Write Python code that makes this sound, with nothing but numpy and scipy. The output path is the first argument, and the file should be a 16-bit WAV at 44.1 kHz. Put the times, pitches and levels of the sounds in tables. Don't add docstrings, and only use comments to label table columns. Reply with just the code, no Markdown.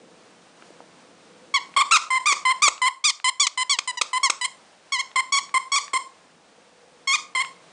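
import sys
import numpy as np
from scipy import signal
from scipy.fft import rfft, irfft
from scipy.io import wavfile
from scipy.ndimage import uniform_filter1d, minimum_filter1d

SR = 44100
rng = np.random.default_rng(int(sys.argv[2]) if len(sys.argv) > 2 else 0)


def pcm_store(signal):
    levels = np.round(np.clip(np.atleast_2d(signal), -1, 1) * 32767)
    wavfile.write(sys.argv[1], SR, levels.astype(np.int16).T)


N = 340672
TIME = np.arange(N) / SR


def undb(db):
    return 10 ** (np.asarray(db) / 20)


def unit(x):
    return x / np.sqrt(np.mean(x ** 2))


def add(track, s, sound):
    i = int(s * SR)
    track[i:i + len(sound)] += sound[:N - i]


def band(x, lo_hz, hi_hz, order=2):
    edges = [lo_hz, min(hi_hz, SR / 2 - 1)]
    return signal.sosfilt(signal.butter(order, edges, "band", fs=SR, output="sos"), x)


def colour(x, points, size=1024):
    hz, db = np.transpose(points)
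    grid = np.maximum(np.arange(size // 2 + 1) * SR / size, 1)
    curve_db = np.interp(np.log(grid), np.log(hz), db)
    cepstrum = irfft(np.log(undb(curve_db)))
    cepstrum[1:size // 2] *= 2
    cepstrum[size // 2 + 1:] = 0
    kernel = irfft(np.exp(rfft(cepstrum)))
    return signal.fftconvolve(x, kernel)[:len(x)]


def wobble(n, rate):
    steps = np.arange(n) * rate / SR
    return np.interp(steps, np.arange(n), rng.standard_normal(n))


# start in seconds, length in seconds, top pitch in Hz,
# sag in Hz per second, last push in Hz, level in dB, then shading of fundamental, octave and buzz in dB.
SQUEEZE_STROKES = [(1.539, 0.054, 1134, 6003, -21, -17, -0.5, -0.5, -7),
                   (1.909, 0.07, 1382, 5509, 8, -19, 4.5, 0.5, 0.5),
                   (2.256, 0.083, 1232, 2985, -5.5, -22.5, 4, 3.5, 2),
                   (2.619, 0.075, 1226, 3205, -9, -18.5, 2.5, 0, 3.5),
                   (3.039, 0.078, 1251, 4603, 0.5, -17, -10, -8, 1.5),
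                   (3.396, 0.08, 1189, 4493, 2, -16, -8, -10.5, 0.5),
                   (3.465, 0.017, 1008, -2, 7, -19, -9.5, -6, -2),
                   (3.694, 0.19, 1156, 4489, -18, -15, -9, -9, -2),
                   (3.786, 0.0092, 993, -7, 10, -19, -5, -2, -1.5),
                   (3.971, 0.033, 982, 4000, -36, -17, -6.5, -5, 4),
                   (4.011, .012, 1003, 8, -11, -15.5, -3, -3.5, 0),
                   (4.23, 0.057, 1108, 3808, -22, -20, 4, 0.5, 6),
                   (4.297, 0.011, 1019, 0, -3, -18.5, 1.5, -0.5, 4.5),
                   (4.92, 0.11, 1114, 3705, 230.5, -22, -2, 0, -1),
                   (5.321, 0.077, 1144, 2803, 123.5, -20.5, 1, -1.5, 2),
                   (5.717, .076, 1123, 1196, 82.5, -22, 2, -1, 3),
                   (7.072, .094, 1088, -1, 139.5, -21, -2.5, 0.5, -2)]
# frequency in Hz, level in dB.
OUTWARD_TONE = [(500, 0), (1100, -1), (2250, 2), (3400, -4.5), (4500, -5), (5700, -8), (6900, -6.5),
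                (8000, -10.5), (9500, -21.5)]


def squeezes():
    outward = np.zeros(N)
    for s, length, top_hz, sag, push_hz, *voicing in SQUEEZE_STROKES:
        hz = squeeze_pitch(length, top_hz, sag, push_hz)
        sound = squeak(s, hz, voicing, OUTWARD_TONE, stall_hz=881, span_hz=313, jitter=0.015,
                       shimmer=0.094, hiss_db=-12, attack_s=0.0032, stop_s=0.0014)
        add(outward, s, -sound)
    return outward


# start in seconds, length in seconds, held pitch in Hz, last push in Hz,
# level in dB, then shading of fundamental, octave and buzz in dB.
RELEASE_STROKES = [(1.763, .066, 1065, 109, -12.5, -4.5, -3.5, -7), (2.103, .086, 1032, 22, -22.5, 0, 8, 1),
                   (2.451, 0.08, 1022, 39, -15, -4, 3.5, -5.5), (2.816, 0.078, 1010, 68, -15, -4.5, 3, -2),
                   (3.242, .063, 1015, 49.5, -11.5, -11, -2.5, -1),
                   (3.574, 0.065, 1009, 31, -15, -10.5, -1, -0.5),
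                   (3.874, 0.044, 1005, -16, -17, -11, -1.5, 2.5),
                   (4.13, 0.058, 1010, 30, -18, -4, 0.5, -1), (4.411, .056, 989, 77, -14.5, -15, -2, 1),
                   (5.157, 0.056, 1022, 48, -18, -3.5, 6, -0.5), (5.54, .046, 1031, 45, -21, 1.5, 7.5, 2.5),
                   (5.932, 0.05, 1031, 43, -20, -2, 3.5, 2.5), (7.349, 0.082, 1030, 62, -18.5, -9, 4.5, -3)]
# frequency in Hz, level in dB.
INWARD_TONE = [(500, 1.5), (1040, 4), (2080, -5), (3100, -9), (4150, -13), (5200, -15), (6200, -27),
               (7250, -11.5), (8300, -12.5), (9500, -19.5)]


def releases():
    inward = np.zeros(N)
    for s, length, held_hz, push_hz, *voicing in RELEASE_STROKES:
        hz = release_pitch(length, held_hz, push_hz)
        sound = squeak(s, hz, voicing, INWARD_TONE, stall_hz=876.8, span_hz=264.3, jitter=0.027,
                       shimmer=0.088, hiss_db=-5.5, attack_s=0.0022, stop_s=0.0055)
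        add(inward, s, sound)
    return inward


# time in seconds, pitch leap in Hz, peak of its thump in dB.
BULB_JOLTS = [(1.772, 102, -25), (1.959, 210, -36), (2.322, 194, -25.5), (2.679, 270, -17.5),
              (3.096, 181, -44), (3.4672, 277, -32), (3.7856, 297, -26.5), (4.0123, 313, -24),
              (4.2962, 323, -21.5), (5.16, 91, -29), (5.541, 45.6, -29.5), (5.759, 109, -53),
              (5.935, 61.5, -25), (7.356, 64.4, -29.5)]
FLICKER_DB, FLICKER_PER_S = 7, 300


def squeak(start, hz, voicing, reed_tone, stall_hz, span_hz, jitter, shimmer, hiss_db, attack_s, stop_s):
    level_db, fundamental_db, octave_db, buzz_db = voicing
    n = len(hz)
    t = np.arange(n) / SR
    hz = hz + sum(leap * jolt_shape(start + t - s) for s, leap, _ in BULB_JOLTS)
    pressure = np.maximum(hz - stall_hz, 0) / span_hz
    fade_in = np.clip(t / attack_s, 0, 1)
    fade_out = np.clip((t[-1] - t) / stop_s, 0, 1)
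    swing = np.tanh(pressure) * fade_in * fade_out
    uneven_hz = hz * (1 + jitter * pressure * wobble(n, 1093.6))
    phase = 2 * np.pi * np.cumsum(uneven_hz) / SR
    closure = np.clip(swing / 0.49, 0, 1) ** 0.41
    pulses = np.zeros(n)
    for k in range(1, 11):
        flicker_db = FLICKER_DB * k / 10 * np.minimum(pressure, 1) * wobble(n, FLICKER_PER_S)
        pulses += closure ** (k - 1) * undb(flicker_db) * np.cos(k * phase)
    pulses *= 1 + shimmer * pressure * wobble(n, 700)
    rush = unit(band(rng.standard_normal(n), 1990, 14000))
    hiss = undb(hiss_db) * pressure * (1 - np.cos(phase) / 2) * rush
    shade_hz = [1200, 2050, 2400, 3000, 3820, 5640]
    shade_db = [fundamental_db, octave_db, octave_db, 0, 0, buzz_db]
    shaded = [(f, db + np.interp(f, shade_hz, shade_db)) for f, db in reed_tone]
    with_tail = np.pad((pulses + hiss) * swing, (0, 256))
    return np.sqrt(2) * undb(level_db) * colour(with_tail, shaded)


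def jolt_shape(t, rise_s=0.00302):
    u = np.maximum(t, 0) / rise_s
    return (u * np.exp(1 - u)) ** 2


SQUEEZE_START_HZ, SQUEEZE_RISE_S = 1092, 0.016


def squeeze_pitch(length, top_hz, sag_hz_per_s, push_hz):
    t = np.arange(int(length * SR)) / SR
    climb_left = np.cos(np.pi / 2 * np.minimum(t / SQUEEZE_RISE_S, 1)) ** 2
    to_climb = max(top_hz - SQUEEZE_START_HZ, 0) * climb_left
    hz = top_hz - to_climb - sag_hz_per_s * np.maximum(t - SQUEEZE_RISE_S, 0)
    return stroke_end(uniform_filter1d(hz, size=400, mode="nearest"), push_hz)


OVERSHOOT_HZ, SETTLE_S = 27.6, 0.0074


def release_pitch(length, held_hz, push_hz):
    t = np.arange(int(length * SR)) / SR
    return stroke_end(held_hz + OVERSHOOT_HZ * np.exp(-t / SETTLE_S), push_hz)


PUSH_AT, PUSH_WIDTH = 0.77, 0.1543
RUN_OUT_SHARE, RUN_OUT_HZ = 0.21, 868


def stroke_end(hz, push_hz):
    along = np.linspace(0, 1, len(hz))
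    hz = hz + push_hz * np.exp(-((along - PUSH_AT) / PUSH_WIDTH) ** 2)
    run_out = np.clip(1 - (1 - along) / RUN_OUT_SHARE, 0, 1) ** 2
    return hz + (RUN_OUT_HZ - hz) * run_out


# time in seconds, peak in dB.
LOW_THUMPS = [(1.776, -50), (1.813, -54), (1.92, -53), (1.96, -56), (2.499, -56), (2.624, -46.5),
              (2.68, -48), (3.048, -57), (3.092, -57), (7.138, -52)]
# time in seconds, peak in dB.
BULB_TICKS = [(1.74, -35), (2.779, -34), (3.200, -32.5), (5.115, -36), (5.493, -36), (5.88, -33),
              (7.448, -28)]
# time in seconds, peak in dB, lower edge in Hz, upper edge in Hz.
HANDLING_KNOCKS = [(.623, -36.5, 330, 2280), (0.704, -42, 283, 560), (.803, -34.5, 210, 1140)]


def thumps_ticks_and_knocks():
    out = np.zeros(N)
    for s, _, db in BULB_JOLTS:
        add(out, s + 0.001, burst(db, lo_hz=314, hi_hz=1400, t60=0.021))
    for s, db in LOW_THUMPS:
        add(out, s, burst(db, lo_hz=35, hi_hz=177, t60=0.023))
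    for s, db in BULB_TICKS:
        add(out, s, burst(db, lo_hz=900, hi_hz=3600, t60=0.009))
    for s, db, lo_hz, hi_hz in HANDLING_KNOCKS:
        add(out, s, burst(db, lo_hz, hi_hz, t60=0.014))
    return out


def burst(db, lo_hz, hi_hz, t60):
    t = np.arange(SR // 8) / SR
    dying = rng.standard_normal(len(t)) * np.exp(-np.log(1000) * t / t60)
    sound = band(dying, lo_hz, hi_hz, order=3)
    return undb(db) * sound / np.abs(sound).max()


def furniture(x):
    return signal.fftconvolve(x, decay(2700, 14000, t60=0.07, build_s=0.0013))[:N]


def room(x, share, low_db=-10, mid_db=-11, high_db=-5):
    low = undb(low_db) * decay(180, 1400, t60=0.34, build_s=0.0052)
    mid = undb(mid_db) * decay(1300, 5200, t60=0.25, build_s=0.0068)
    treble = undb(high_db) * decay(3700, 9000, t60=0.22, build_s=0.051)
    body_tail = signal.fftconvolve(x * share, low + mid)
    treble_tail = signal.fftconvolve(x * share ** 1.46, treble)
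    return (body_tail + treble_tail)[:N]


def decay(lo_hz, hi_hz, t60, build_s):
    t = np.arange(SR * 2 // 3) / SR
    build_up = 1 - np.exp(-(t / build_s) ** 2)
    die_away = np.exp(-np.log(1000) * t / t60)
    echoes = band(rng.standard_normal(len(t)), lo_hz, hi_hz) * die_away * build_up
    return echoes / np.sqrt(np.sum(echoes ** 2))


# frequency in Hz, relative level in dB.
RUSH_TONE = [(18, -91), (30, -44.5), (52, -25), (91, -23.5), (176, -17.5), (382, -13.5), (475, -10),
             (590, -8.5), (650, -7.5), (1220, -11.5), (1380, -12.5), (1930, -15), (3720, -18), (5350, -20),
             (9800, -25.5), (12700, -58), (21600, -120)]
# time in seconds, level in dB.
RUSH_LEVEL = [(0, -58.5), (1.5, -57.5), (2.6, -56), (2.999, -68), (4.0, -57), (4.7, -59.5), (5.5, -59.5),
              (7.0, -60.5), (7.7, -57)]
# centre in Hz, width in Hz, relative level in dB.
ROOM_DRONES = [(168.5, 30, -6.5), (265, 196, 2), (491, 69, 0.5)]
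# time in seconds, level in dB.
DRONES_LEVEL = [(0, -65.5), (1.4, -65.5), (2.6, -71.5), (3.1, -89), (4.8, -75.5), (7.7, -68.5)]
DRONE_WAVER_DB, DRONE_WAVER_PER_S = 3.5, 3.5


def room_noise(waver_db=0.8):
    rush = unit(colour(rng.standard_normal(N), RUSH_TONE, size=4096))
    rush_db = np.interp(TIME, *np.transpose(RUSH_LEVEL)) + waver_db * wobble(N, 15)
    drones = np.zeros(N)
    for hz, width, db in ROOM_DRONES:
        drone = unit(band(rng.standard_normal(N), hz - width / 2, hz + width / 2))
        drones += drone * undb(db + DRONE_WAVER_DB * wobble(N, DRONE_WAVER_PER_S))
    drones_db = np.interp(TIME, *np.transpose(DRONES_LEVEL))
    return rush * undb(rush_db) + drones * undb(drones_db)


# time in seconds, share in dB.
ROOM_PART = [(1.5, -14.5), (2.3, -10.5), (2.6, -16.5), (3.05, -18.5), (3.5, -21.5), (4.0, -16.5),
             (4.95, -15.5), (5.75, -11.5), (7.4, -11.5)]


def scene(out_early_db=1, in_early_db=-3, in_room_db=0):
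    outward, inward = squeezes(), releases()
    bursts = thumps_ticks_and_knocks()
    share = undb(np.interp(TIME, *np.transpose(ROOM_PART)))
    early = furniture(share * (undb(out_early_db) * outward + undb(in_early_db) * inward))
    late = room(outward + undb(in_room_db) * inward + bursts, share)
    return (outward + inward + bursts + early + late + room_noise())[None]


def gain_control(x, lift_db=4, knee_db=-24, window_s=0.024, slew_s=0.012):
    peak = -minimum_filter1d(-np.abs(x).max(axis=0), int(window_s * SR))
    cut_db = np.clip(20 * np.log10(peak + 1e-9) - knee_db, 0, lift_db)
    return x * undb(lift_db - uniform_filter1d(cut_db, int(slew_s * SR)))


def record(dry):
    clipped = np.clip(gain_control(dry), -0.85, 0.85)
    top_cut = signal.ellip(10, 0.2, 70, 9750, fs=SR, output="sos")
    return signal.sosfilt(top_cut, clipped)


dry = scene()
out = record(dry)
pcm_store(out)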